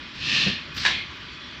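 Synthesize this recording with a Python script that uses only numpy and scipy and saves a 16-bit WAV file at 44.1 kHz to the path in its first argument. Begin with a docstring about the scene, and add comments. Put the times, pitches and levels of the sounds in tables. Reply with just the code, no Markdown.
"""A packing machine goes through one cycle over the steady hum and wash of a factory.
First a carriage rolls along its rail, swelling and slowing, with a dull thump of the frame.
Then a valve spits and air hisses out. A steel arm clanks on its stop, bounces and runs on briefly.
Last comes a faint leak of air, and the whine of the drive swells for a moment."""
import sys
import numpy as np
from scipy import signal
from scipy.fft import rfft, irfft
from scipy.io import wavfile
from scipy.ndimage import uniform_filter1d

SR = 44100
rng = np.random.default_rng(int(sys.argv[2]) if len(sys.argv) > 2 else 0)


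def unload_wav(signal):
    """Save mono or channel-first audio to the path in sys.argv[1] as 16-bit WAV at rate SR, clipped to [-1, 1]."""
    wavfile.write(
        sys.argv[1],
        SR,
        np.round(np.clip(np.atleast_2d(signal).T, -1, 1) * 32767).astype(np.int16),
    )


N = 70560
T = np.arange(N) / SR


def amp(db):
    """Turns decibels into a number to multiply by."""
    return 10 ** (np.asarray(db) / 20)


def unit(x):
    """Scales a signal to an average power of 1."""
    return x / np.sqrt(np.mean(x ** 2) + 1e-20)


def noise():
    """Fresh white noise: an even hiss."""
    return rng.standard_normal(N)


def at_pitch(points, hz):
    """Looks up values between a table's pitches, giving each octave equal room."""
    pitches, values = np.transpose(points)
    return np.interp(np.log(hz + 1), np.log(pitches + 1), values)


def loudness(points):
    """Joins (time_s, level_db) points into a volume curve, silent before and after."""
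    return amp(np.interp(T, *np.transpose(points), left=-120, right=-120))


def wander(rate_hz):
    """A smooth random wobble; a higher rate makes it quicker."""
    hz = np.fft.rfftfreq(N, 1 / SR)
    return unit(irfft(rfft(noise()) * np.exp(-(hz / rate_hz) ** 2), N))


def colour(x, points):
    """Sets the balance of low and high pitches in x, at power 1."""
    hz = np.fft.rfftfreq(N, 1 / SR)
    return unit(irfft(rfft(x) * amp(at_pitch(points, hz)), N))


def resonances(x, peaks):
    """Keeps the narrow bands of x where a part likes to ring, at power 1."""
    hz = np.fft.rfftfreq(N, 1 / SR)
    power = sum(amp(db) ** 2 / width / (1 + ((hz - pitch) / (0.74 * width)) ** 2) ** 2
                for pitch, width, db in peaks)
    return unit(irfft(rfft(x) * np.sqrt(power), N))


def decay(start_s, fade_s, rise_s):
    """A quick rise and a fall of 60 dB every fade_s seconds."""
    age = np.maximum(T - start_s, 0)
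    return np.minimum(age / rise_s, 1) * 10 ** (-3 * age / fade_s)


def ring(start_s, notes, rise_s):
    """One blow sets a part's own notes ringing, each fading at its own pace."""
    size = np.sqrt(sum(amp(db) ** 2 for _, db, _ in notes) / 2)
    return sum(amp(db) * decay(start_s, fade_s, rise_s) * np.sin(2 * np.pi * (hz * T + rng.random()))
               for hz, db, fade_s in notes) / size


def tones(lines, waver_hz=3.5):
    """Steady tones that waver a little in pitch."""
    sound = np.zeros(N)
    for hz, db in lines:
        cycles = np.cumsum(hz + waver_hz * wander(14.2)) / SR + rng.random()
        sound += amp(db) * np.sqrt(2) * np.sin(2 * np.pi * cycles)
    return sound


def factory():
    """Distant machines blur into a wash, a motor hums and the drive whines."""
    # tone colour of the wash: pitch_hz, level_db
    wash_colour = [(15, -47), (25, -18.5), (45, -9), (69, -1), (110, -5), (160, -2.5), (313, -5.5),
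                   (410, -11), (650, -18.5), (804, -17.5), (1170, -8.5), (1370, -11.5), (1660, -5.5),
                   (2850, -8), (3340, -7), (4300, -13.5), (5730, -21.5), (6400, -30), (7700, -40.5),
                   (8580, -54), (15500, -68)]
    # motor tones: pitch_hz, level_db
    hum_tones = [(72, -65), (134.6, -61.5), (200, -65.5), (262, -60.5), (1712, -63.5)]
    # drive tones, before the swell scales them: pitch_hz, level_db
    whine_tones = [(3285, -61.5), (3405, -46), (3467, -55)]
    bands = signal.stft(noise(), nperseg=1024, noverlap=768)[2]
    patches = uniform_filter1d(rng.standard_normal(bands.shape), size=10, axis=0)
    drift_db = 1.5 * unit(uniform_filter1d(patches, size=10, axis=1))
    room_db = 3 * rng.standard_normal((len(bands), 1))  # the room favours some pitches
    wash = signal.istft(bands * amp(drift_db + room_db), nperseg=1024, noverlap=768)[1][:N]
    swell = 0.36 + 0.44 * np.exp(-((T - 1.435) / 0.084) ** 2)  # peaks at 1.435 s
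    return amp(-39.5) * colour(wash, wash_colour) + tones(hum_tones) + tones(whine_tones) * swell


def frame():
    """Soft blows knock and ring the frame, which rumbles while the drive works hard."""
    # tone colour of the rumble: pitch_hz, level_db
    rumble_colour = [(20, -28.5), (45, -8), (75, 1.5), (110, -2), (150, 0), (260, -8), (450, -32.5),
                     (1500, -66)]
    # rumble under load: time_s, level_db
    rumble_levels = [(.1, -77), (.21, -45), (.58, -56.5), (.7, -46.5), (.8, -41.5), (.9, -48), (1.03, -45),
                     (1.12, -73)]
    # tone colour of a muffled knock: pitch_hz, level_db
    knock_colour = [(30, -11), (90, 3.5), (250, -3), (400, -4), (620, -8), (900, -20), (1400, -15.5),
                    (1750, -1), (2300, -17.5), (6000, -53.5)]
    # blows on the frame: start_s, level_db
    thumps = [(0.324, -37.5), (.462, -20.5), (0.756, -40)]
    # the frame's own notes: pitch_hz, level_db, fade_s
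    frame_notes = [(84, -9, 0.18), (135, -10, 0.18), (190.2, 0, .17), (204.5, -2, 0.2), (245.6, -11, 0.41),
                   (331, -14, 0.19)]
    sound = loudness(rumble_levels) * colour(noise(), rumble_colour)
    knock_noise = amp(-5) * colour(noise(), knock_colour)
    for start_s, db in thumps:
        knock = knock_noise * decay(start_s, fade_s=0.23, rise_s=0.0051)
        sound += amp(db) * (knock + ring(start_s, frame_notes, rise_s=0.0072))
    return sound


def carriage():
    """Grainy rolling rings the rail: bright as the carriage sets off, dull as it slows."""
    # tone colour of the rolling: pitch_hz, level_db
    roll_colour = [(40, -34), (140, -0.5), (260, -6.5), (450, -19.5), (800, -21), (1450, -23.5),
                   (2100, -11), (2500, 2), (4000, -2), (5500, -9.5), (6500, -20), (7700, -29),
                   (8500, -41.5), (11000, -56), (15000, -58)]
    # where the rail rings: pitch_hz, width_hz, level_db
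    rail_peaks = [(1157, 110, -12.5), (1796, 143, -0.5), (2703, 190, -1), (3580, 70, -6.5), (4180, 91, -4),
                  (4730, 92, -16)]
    # speed heard as loudness: time_s, level_db
    travel_levels = [(.10, -69), (.19, -39.5), (.25, -31), (.30, -25), (.35, -22), (.42, -22), (.49, -25),
                     (.55, -30.5), (.61, -38.5), (.67, -54)]
    # boost or cut of the treble: time_s, level_db
    treble_levels = [(.09, -5), (.23, 3), (.38, 1.5), (.49, -2), (.57, -9.5), (.68, -18)]
    contact = noise() * amp(wander(500))
    rolling = amp(-1.5) * colour(contact, roll_colour) + amp(-8.5) * resonances(contact, rail_peaks)
    body = signal.sosfiltfilt(signal.butter(3, 5000, fs=SR, output="sos"), rolling)  # below 5000 Hz
    treble = (rolling - body) * loudness(treble_levels)
    return loudness(travel_levels) * (body + treble)


def air_valve():
    """Escaping air makes thin spits, a faint leak and a broad exhaust hiss."""
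    # spits at the valve: start_s, level_db, fade_s
    spits = [(.134, -70, .13), (.461, -70, .13), (.7435, -56, 0.11), (.763, -47, 0.15), (0.75, -58, .07),
             (1.155, -71, .1)]
    # thin leak: time_s, level_db
    leak_levels = [(1.05, -92), (1.16, -76), (1.26, -79), (1.31, -98)]
    # tone colour of spits and leak: pitch_hz, level_db
    spit_colour = [(3000, -8.5), (7000, 0), (9000, -17), (10500, -18), (12500, -10), (14400, 1.5),
                   (15500, -5)]
    # exhaust puffs: start_s, length_s, level_db, growth_db_per_s
    puffs = [(0.139, .02, -45, -10), (0.739, 0.012, -44.5, 5), (0.757, 0.11, -34.5, 71)]
    # tone colour of the exhaust: pitch_hz, level_db
    exhaust_colour = [(600, -23.5), (1200, -5), (1750, 0), (3000, 0.5), (4500, 3), (5700, -2), (6400, -15),
                      (7900, -21.5), (8700, -33), (12000, -45.5), (15000, -41)]
    spitting = sum(amp(db) * decay(start_s, fade_s, rise_s=0.003) for start_s, db, fade_s in spits)
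    thin_hiss = (spitting + loudness(leak_levels)) * colour(noise(), spit_colour)
    puff_rise_s, puff_fade_s = 0.01, 0.32
    flow = np.zeros(N)
    for start_s, length_s, db, growth in puffs:
        age = np.maximum(T - start_s, 0)
        grown_db = growth * np.minimum(age, length_s)
        faded_db = 60 * np.maximum(age - length_s, 0) / puff_fade_s
        flow += np.minimum(age / puff_rise_s, 1) * amp(db + grown_db - faded_db)
    rough_air = noise() * amp(1.2 * wander(200))
    return thin_hiss + flow * colour(rough_air, exhaust_colour)


def clank(start_s):
    """Steel hits steel: a sharp crack, then the panels and the arm ring."""
    # tone colour of the panels and the crack: pitch_hz, level_db
    panel_colour = [(100, -21), (350, -14), (620, -11.5), (950, -5), (1300, -9.5), (1750, 0.5), (2500, -1),
                    (4000, -4), (5500, -13), (7700, -24), (8600, -42), (12000, -50), (15000, -43)]
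    # how long the panels ring: pitch_hz, fade_s
    panel_fades = [(300, 0.56), (700, 0.35), (2200, 0.54), (4000, 0.54), (7000, 0.28), (12000, 0.13)]
    # the arm's own notes: pitch_hz, level_db, fade_s
    arm_notes = [(945, -4, 0.066), (1023, -8, 0.25), (1672, -3, 0.28), (1682, 0.5, 0.17), (1805, 2.5, .12),
                 (1985, 2.5, 0.19), (2541, -21.5, 0.44), (2967, -1, 0.2), (3655, -5, 0.12),
                 (3825, -2, 0.28), (4510, -6, 0.19), (4440, -4, .12)]
    hz, times, bands = signal.stft(colour(noise(), panel_colour), SR, nperseg=256)
    fading = amp(-60 * np.maximum(times - start_s, 0) / at_pitch(panel_fades, hz)[:, None])
    onset = np.clip((T - start_s) / 0.0037, 0, 1)
    panels = onset * signal.istft(bands * fading, SR, nperseg=256)[1][:N]
    crack = colour(noise(), panel_colour) * decay(start_s, fade_s=0.058, rise_s=0.0006)
    return amp(-3) * crack + amp(-5.5) * panels + amp(-2.5) * ring(start_s, arm_notes, rise_s=0.00038)


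def arm():
    """The arm hits its stop and bounces, and its joints rub as it runs on."""
    # blows on the stop: start_s, level_db
    blows = [(.851, -18), (0.8604, -17), (0.907, -29)]
    # where the rubbing joints ring: pitch_hz, width_hz, level_db
    joint_peaks = [(2145, 100, 2), (2460, 88, 1.5), (3340, 360, 4), (4000, 170, -8), (4270, 100, -5.5)]
    # rubbing as the arm runs on: time_s, level_db
    rub_levels = [(.88, -49), (.925, -29.5), (.975, -32.5), (1.022, -33.5), (1.045, -39.5), (1.07, -61)]
    friction = noise() * amp(2 * wander(440))
    rub = loudness(rub_levels) * resonances(friction, joint_peaks)
    return rub + sum(amp(db) * clank(start_s) for start_s, db in blows)


def scene():
    """Adds all the sources into one channel."""
    return (factory() + frame() + carriage() + air_valve() + arm())[None]


def record(dry):
    """Cuts away the very highest treble."""
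    cutoff_hz = 15350
    low_pass = signal.firwin(401, cutoff_hz, window=("kaiser", 9), fs=SR)
    return signal.oaconvolve(dry, low_pass[None], "same")


dry = scene()
out = record(dry)
unload_wav(out)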